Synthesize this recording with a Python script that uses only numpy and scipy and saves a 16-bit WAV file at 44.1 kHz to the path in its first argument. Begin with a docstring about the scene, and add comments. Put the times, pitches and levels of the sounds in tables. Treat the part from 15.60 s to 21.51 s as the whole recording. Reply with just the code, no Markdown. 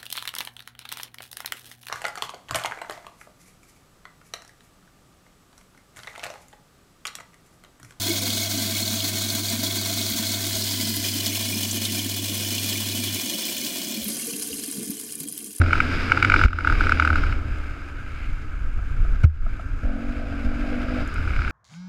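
"""A small four-stroke dirt bike engine, heard from a sealed camera housing on the rider's helmet. Coasting, it
fires unevenly: clicks ring the housing as exhaust pops over noise that pulses each turn. Pulling out of the
bend, it drones on a few firing orders, with pulses and gas noise rasping in the pipe. Bumps swing the mount
(decaying sines), the mount knocks, grit ticks, wind buffets (low noise). The recorder's gain control ducks late
after heavy low-frequency overload."""
import sys
import numpy as np
from scipy import signal
from scipy.io import wavfile
from scipy.ndimage import minimum_filter1d

SR = 44100
rng = np.random.default_rng(int(sys.argv[2]) if len(sys.argv) > 2 else 0)


def store_wav(level_fs):
    """Save 16-bit WAV to argv[1]."""
    pcm = np.round(np.clip(np.atleast_2d(level_fs), -1, 1) * 32767)
    wavfile.write(sys.argv[1], SR, pcm.T.astype(np.int16))


N = 260631
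TIME_S = np.arange(N) / SR

# engine through the ride: t/s, crank rate/(turns/s), noise level/dB, mount shake level/dB; all waver
ENGINE = [(0.0, 93, -37, -12), (0.13, 79.6, -33.5, -23.5), (0.448, 85, -31, -34.5),
          (0.65, 96.6, -32, -21.5), (0.801, 93, -30, -22), (0.92, 83, -35.5, -22.5), (1.2, 81.5, -33, -25),
          (1.32, 79.6, -34, -22.5), (1.54, 76.4, -36, -20), (1.62, 76, -35, -31.5), (1.841, 76.5, -42, -28),
          (2.3, 72, -44, -37), (3.2, 72, -47, -40), (3.5, 72, -44.5, -45), (4.0, 66, -46.5, -37.5),
          (4.45, 69, -44, -36), (5.43, 79, -37.5, -35), (5.65, 79.4, -40, -26.5), (5.91, 80, -36, -31.5)]
# firing under load: t/s, mean rate/(firings/s)
FIRING = [(4.25, 49), (4.324, 44.2), (4.446, 47.3), (4.526, 48.4), (4.664, 46.1), (5.34, 50.1), (5.43, 48)]
# load, as mean rasp level: t/s, level/dB
LOAD = [(4.22, -41.5), (4.5, -43), (4.72, -44), (5.04, -41), (5.13, -37.5), (5.3, -41.5), (5.4, -34.5),
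        (5.455, -36)]
# firing orders clear in the drone: multiple of firing rate, relative level/dB
DRONE_ORDERS = [(4, -6), (5, 0), (6, -.5), (7, -3)]
# pipe favours orders near its lowest resonance: f/Hz, offset/Hz at which an order loses 6 dB (loss grows with
# the square)
DRONE_PEAK = (253.5, 51)
# loud exhaust pops: t/s, nominal level/dB, upper ring relative level/dB
LOUD_POPS = [(0.0148, -7, -28), (0.1298, -3.5, -6.5), (0.2018, -6, -3.5), (0.4965, -19, -3),
             (0.518, -2, -5), (0.5729, -7.5, -15), (0.6249, -3.5, -5.5), (0.6465, -4, -8.5),
             (0.6979, -5, -7.5), (0.7184, -6.5, -3.5), (0.7395, -1.5, -11), (0.7608, -7.5, -4.5),
             (0.7917, -8, -19), (0.813, -5.5, -19), (0.836, -5, -8.5), (0.8571, -13.5, -17),
             (0.9052, -14, -26), (0.9297, -7, -35), (0.986, -7, -21), (1.0469, -6.5, -21),
             (1.0723, -2.5, -17), (1.098, -10.5, -22), (1.1229, -9.5, -32), (1.2073, -6.5, -19),
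             (1.268, -11.5, -14), (1.293, -7, -23), (1.3198, -5, -9.5), (1.3971, -3.5, -9),
             (1.4221, -6.5, -15), (1.4489, -7, -17), (1.474, -8, -28), (1.5021, -8, -22),
             (1.5284, -14, -16), (1.5562, -8.5, -16), (1.5833, -20, -7), (1.6358, -14, -11),
             (1.724, -20, -5), (1.7795, -34, -17.5), (3.6393, -22, -11), (5.557, -22, -14),
             (5.675, -21, -10), (5.7338, -26, -2), (5.8178, -18.5, -10), (5.877, -18, -8)]
# tyre scrub swell while braking into the bend: middle t/s, time to 1/e of the dB swell/s, swell/dB
BRAKING = (2.6, .14, 6)

# Mode tables: f/Hz, nominal width/Hz (body() widens it), relative level/dB
# housing resonances, on engine noise, pop spit and jolt rattle
HOUSING_MODES = [(800, 420, -19), (1303, 220, -6.5), (1572, 224, -6), (2186, 526, -7), (2690, 905, -16.5),
                 (3530, 2340, -24.5)]
# treble of the engine noise
TREBLE_MODES = [(5950, 2900, 9.5), (7180, 1900, -1), (9100, 1200, -32), (12100, 11500, -5.5),
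                (14800, 1700, -21)]
# sizzle near 5 kHz
SIZZLE_MODES = [(3700, 670, -4.5), (4867, 490, -1.5), (5250, 900, -10)]
# exhaust pipe resonances
PIPE_MODES = [(497, 69, 1.5), (599.5, 47, 1), (673, 52, 2.5), (788, 71, -8.5)]
# low engine growl
GROWL_MODES = [(111.7, 45.4, 5.5), (268, 94, 3), (457, 178, -11.5), (635, 220, -13.5)]

# jolts of the mount: t/s, nominal level/dB, settled ring f/Hz, t60/s
JOLTS = [(0.845, 6, 42.5, 0.11), (3.635, 4.5, 76.8, 0.21), (3.175, -13.5, 44.7, 0.22),
         (3.545, -19, 49.7, 0.082), (4.23, -10, 43.7, 0.15), (4.611, -15, 38.7, 0.094),
         (4.845, -8, 50, 0.13)]
# mount knocking in its clip: t/s, level of the 660 Hz ring/dB
KNOCKS = [(2.163, -44), (2.601, -46), (2.937, -47), (3.188, -42), (3.448, -39.5), (3.545, -46),
          (3.637, -41), (3.862, -34), (3.994, -36), (4.233, -39)]
# grit ticking on the housing: t/s, nominal level/dB
GRIT = [(5.476, -39), (5.541, -38), (5.898, -40)]
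# wind on the housing: t/s, mean level/dB
WIND = [(0.0, -24), (0.62, -29), (0.85, -19), (1.12, -21), (1.5, -27), (1.63, -17.5), (1.79, -19.5),
        (2.15, -32.5), (2.5, -26.5), (3.0, -27), (3.15, -22), (3.45, -19), (3.75, -22.5), (4.45, -26.5),
        (4.72, -26), (4.9, -23.5), (5.46, -28), (5.72, -18.5), (5.91, -24.5)]

# laws of layers that follow a driving level: (dB when it is at FULL_DB, dB lost per dB it falls)
FULL_DB = -32
SCRUB_LAW, SIZZLE_LAW, TREBLE_LAW, GROWL_LAW = (-35, 1.258), (-45.5, 1.55), (-63.5, 0.37), (-30, 1.245)
DRONE_LAW, SURGE_SPREAD_DB = (-26.5, 0.57), 1.5
OPEN_S, SHUT_S, EDGE_S = 4.215, 5.455, 0.037   # throttle
# weak pops: mean level over engine noise, spread of both levels, mean upper ring; longest gap filled
WEAK_OVER_NOISE_DB, WEAK_SPREAD_DB, WEAK_UPPER_DB, LONGEST_GAP_S = 11.5, 4, -9, 0.2
DUCK_FROM_DB, DUCK_DEPTH_DB, DUCK_LATE_S, DUCK_HOLD_S, DUCK_RECOVERY_DB_PER_S = -8, 13, 0.005, 0.035, 65
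CUTOFF_HZ = 15900


def engine(crank_hz, noise_db, shake_db):
    """Crank shake as a wavering tone with pipe puffs; noise pulsing every turn, through resonances."""
    middle_s, width_s, swell_db = BRAKING
    braking_db = swell_db * np.exp(-((TIME_S - middle_s) / width_s) ** 2)
    scrub_db = follows(SCRUB_LAW, noise_db) + braking_db
    sizzle_db, treble_db, growl_db = [follows(law, noise_db) for law in (SIZZLE_LAW, TREBLE_LAW, GROWL_LAW)]

    turns = np.cumsum(crank_hz * (1 + 0.03 * drift(23.95))) / SR
    beat = amp(1.0 * np.cos(2 * np.pi * turns) + 0.88 * drift(33))
    white = beat * rng.standard_normal((2, N))
    rush = amp(noise_db) * rms_one(body(white[0], HOUSING_MODES[:3]))
    scrub = amp(scrub_db) * rms_one(body(white[1] * amp(0.8 * drift(8)), HOUSING_MODES[3:]))
    sizzle = amp(sizzle_db + drift(8)) * rms_one(body(white[0], SIZZLE_MODES))
    treble = amp(treble_db + drift(8)) * rms_one(body(white[1], TREBLE_MODES))
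    growl_noise = amp(0.5 * drift(35)) * rng.standard_normal(N)
    growl = amp(growl_db) * rms_one(body(growl_noise, GROWL_MODES))

    puffs = np.diff(np.floor(turns), prepend=0)   # one per turn
    strokes = amp(-16.5) * rms_one(body(puffs, GROWL_MODES[1:2]))
    strokes += amp(-25.5) * rms_one(body(puffs, PIPE_MODES))
    shake = amp(shake_db + 2 * drift(12)) * (np.sin(2 * np.pi * turns) + strokes)
    return shake + rush + scrub + sizzle + treble + growl


def pull():
    """Steady firing: a few clean low orders; pulses and turbulent gas rasp in the pipe modes."""
    throttle = np.clip(np.minimum(TIME_S - OPEN_S, SHUT_S - TIME_S) / EDGE_S, 0, 1)
    firing_hz, load_db = in_time(FIRING)[0], in_time(LOAD)[0]
    phase = np.cumsum(firing_hz * (1 + 0.006 * drift(15))) / SR   # in firings
    pulses = np.diff(np.floor(phase), prepend=0)
    gas = rng.standard_normal(N) * np.exp(-1.3 * (phase % 1))

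    peak_hz, off_hz = DRONE_PEAK
    drone = np.zeros(N)
    for order, order_db in DRONE_ORDERS:
        off_peak_db = -6 * ((order * firing_hz - peak_hz) / off_hz) ** 2
        level_db = order_db + off_peak_db + 2.0 * drift(13)
        drone += amp(level_db) * np.sin(2 * np.pi * order * phase)
    rasp = 0.75 * rms_one(body(pulses, PIPE_MODES)) + 0.6 * rms_one(body(gas, PIPE_MODES))

    drone_db = follows(DRONE_LAW, load_db) + SURGE_SPREAD_DB * drift(5)
    rasp_db = load_db + SURGE_SPREAD_DB * drift(11.2)
    return throttle * (amp(drone_db) * drone + amp(rasp_db) * rasp)


def pops():
    """Each pop rings the housing, with a bright crack and gas spit, and returns once from the ground."""
    s, level_db, upper_db = all_pops()
    # chance per pop: main ring leans flat or sharp, crack dull or bright
    lean, bright = rng.uniform(-1, 1, (len(s), 2)).T
    ring = peak_one(1388, 433, clicks(s, level_db - 0.5 - 1.0 * lean))
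    ring += peak_one(1620, 270, clicks(s + 0.00035, level_db - 24 + 1.0 * lean))
    ring += peak_one(2255, 570, clicks(s + 0.001075, level_db + upper_db))
    ring += peak_one(885, 210, clicks(s, level_db - 24 - 3 * bright))
    ring += peak_one(2860, 370, clicks(s + 0.00122, level_db + upper_db - 14.5))

    puff = signal.windows.hann(int(0.0073 * SR))
    burst = np.convolve(clicks(s, level_db - 33 + 4 * bright), puff)[40:N + 40]
    crack_modes = SIZZLE_MODES + [(7200, 3000, -18), (11100, 3100, -31)]
    crack = burst * rms_one(body(rng.standard_normal(N), crack_modes))
    spit = amp(15) * burst * rms_one(body(rng.standard_normal(N), HOUSING_MODES[1:]))

    direct, lag = ring + crack + spit, int(0.004 * SR)
    return direct + amp(-14.5) * np.concatenate([np.zeros(lag), direct[:-lag]])


def all_pops():
    """Loud pops, plus weak firing about every second turn, dividing the short gaps evenly."""
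    at_s, crank_hz, noise_db, _ = np.transpose(ENGINE)
    loud = np.array(LOUD_POPS)
    chance = rng.standard_normal((len(loud), 8, 2))
    weak = []
    for k, (first_s, gap_s) in enumerate(zip(loud[:, 0], np.diff(loud[:, 0]))):
        cycles = 1
        if gap_s < LONGEST_GAP_S:
            cycles = int(round(gap_s * np.interp(first_s, at_s, crank_hz) / 2))
        for n in range(1, min(cycles, 9)):
            s = first_s + gap_s * n / cycles
            strength_db, colour_db = WEAK_SPREAD_DB * chance[k, n - 1]
            level_db = np.interp(s, at_s, noise_db) + WEAK_OVER_NOISE_DB + strength_db
            weak.append((s, level_db, WEAK_UPPER_DB + colour_db))
    return np.vstack([loud, weak]).T


def jolts():
    """A bump swings the mount, pitch sagging as it settles, with a short noise rattle on top."""
    out = np.zeros(N)
    rattle_modes = HOUSING_MODES + [(185, 76, 13.0), (513, 220, -13), (5000, 3000, -23)]
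    rattle = rms_one(body(rng.standard_normal(N), rattle_modes))
    for s, level_db, hz, t60_s in JOLTS:
        t = np.maximum(TIME_S - s, 0)
        cycles = hz * (t + 0.007 * (1 - np.exp(-t / 0.01)))
        attack = 1 - np.exp(-(t / 0.01) ** 2)
        out += amp(level_db - 60 * t / t60_s) * attack * np.sin(2 * np.pi * cycles)
        rattle_burst = np.exp(-((t - 0.007) / 0.0086) ** 2) * (t > 0)
        out += amp(level_db - 30.5) * rattle_burst * rattle
    return out


def knocks():
    """Dull plastic taps: clicks through three resonances."""
    s, level_db = np.transpose(KNOCKS)
    taps = peak_one(660, 220, clicks(s, level_db))
    taps += peak_one(1303, 250, clicks(s, level_db + 5))
    return taps + peak_one(186, 94, clicks(s, level_db - 4.0))


def grit():
    """Tiny bright ticks: high resonant noise in 2.5 ms decays."""
    s, level_db = np.transpose(GRIT)
    burst = signal.lfilter([1], [1, -np.exp(-1 / (0.0025 * SR))], clicks(s, level_db - 4.5))
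    return burst * rms_one(body(rng.standard_normal(N), [(6940, 1300, 5), (10650, 2600, -6)]))


def wind():
    """Buffeting: lumpy noise, strongest below 40 Hz, that also rocks the mount."""
    white = rng.standard_normal((2, N))
    low = signal.sosfilt(signal.butter(2, [7, 36], "band", fs=SR, output="sos"), white[0])
    rock = amp(-12.5) * rms_one(body(white[1], [(66.7, 34, 0.5), (106.5, 33, -8)]))
    lumpy = (rms_one(low) + rock) * amp(2.0 * drift(7))
    return amp(in_time(WIND)[0]) * rms_one(lumpy)


def amp(db):
    """dB to amplitude."""
    return 10 ** (np.asarray(db) / 20)


def rms_one(x):
    """Scale to RMS 1."""
    return x / np.sqrt(np.mean(x ** 2) + 1e-20)


def in_time(rows):
    """Columns of a curve table, one value per sample."""
    s, *columns = np.transpose(rows)
    return [np.interp(TIME_S, s, column) for column in columns]


def follows(law, driver_db):
    """Level of a layer tied linearly, in dB, to a driving level."""
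    return law[0] + law[1] * (driver_db - FULL_DB)


def drift(corner_hz):
    """Slow chance of spread 1: noise through a double one-pole low-pass."""
    r = np.exp(-2 * np.pi * corner_hz / SR)
    return rms_one(signal.lfilter([1], [1, -2 * r, r * r], rng.standard_normal(N + SR))[SR:])


def resonate(x, hz, width_hz):
    """Two resonators in a row: gain 1 on top, steep flanks, a swelling attack."""
    r = np.exp(-np.pi * width_hz / SR)
    b = (1 - r * r) / 2 * np.array([1, 0, -1])
    a = [1, -2 * r * np.cos(2 * np.pi * hz / SR), r * r]
    return signal.lfilter(b, a, signal.lfilter(b, a, x + 1e-18))


def body(x, modes):
    """Parallel resonances with alternating signs; each resonator 1.2 times its nominal width."""
    return sum((-1) ** k * amp(db) * resonate(x, hz, 1.2 * width_hz)
               for k, (hz, width_hz, db) in enumerate(modes))


def clicks(times_s, db):
    """A click train with one strength per event."""
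    out = np.zeros(N)
    out[np.minimum((np.array(times_s) * SR).astype(int), N - 1)] = amp(db)
    return out


def peak_one(hz, width_hz, x):
    """A steep resonance that swells and dies evenly; a unit click peaks at 1."""
    click = resonate(resonate(np.eye(1, 2000)[0], hz, width_hz), hz, width_hz)
    return resonate(resonate(x, hz, width_hz), hz, width_hz) / np.max(np.abs(click))


def scene():
    """All sources at the one microphone."""
    motor = engine(*in_time(ENGINE)) + pull() + pops()
    return (wind() + motor + jolts() + knocks() + grit())[None]


def record(dry):
    """Gain control ducks late on heavy overload, holds, recovers; peaks are rounded, the top is cut."""
    heavy = signal.sosfilt(signal.butter(1, [25, 80], "band", fs=SR, output="sos"), dry[0])
    over_db = np.maximum(20 * np.log10(np.abs(heavy) + 1e-9) - DUCK_FROM_DB, 0)
    wanted_db = np.minimum(10 * over_db, DUCK_DEPTH_DB)
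    hold, late = int(DUCK_HOLD_S * SR), int(DUCK_LATE_S * SR)
    held_db = -minimum_filter1d(-wanted_db, size=hold, origin=(hold - 1) // 2)   # running maximum
    ramp_db = DUCK_RECOVERY_DB_PER_S * TIME_S
    duck_db = np.maximum.accumulate(held_db + ramp_db) - ramp_db
    r = np.exp(-1 / (0.0016 * SR))
    duck_db = signal.lfilter([1 - r], [1, -r], np.concatenate([np.zeros(late), duck_db[:-late]]))

    bass = signal.sosfilt(signal.butter(2, 110, fs=SR, output="sos"), dry)
    ducked = bass * amp(-0.35 * duck_db) + (dry - bass) * amp(-duck_db)   # bass is ducked less
    limited = 1.2 * np.tanh(ducked / 1.2)
    return signal.sosfilt(signal.cheby2(14, 60, CUTOFF_HZ, fs=SR, output="sos"), limited)


dry = scene()
out = record(dry)
store_wav(out)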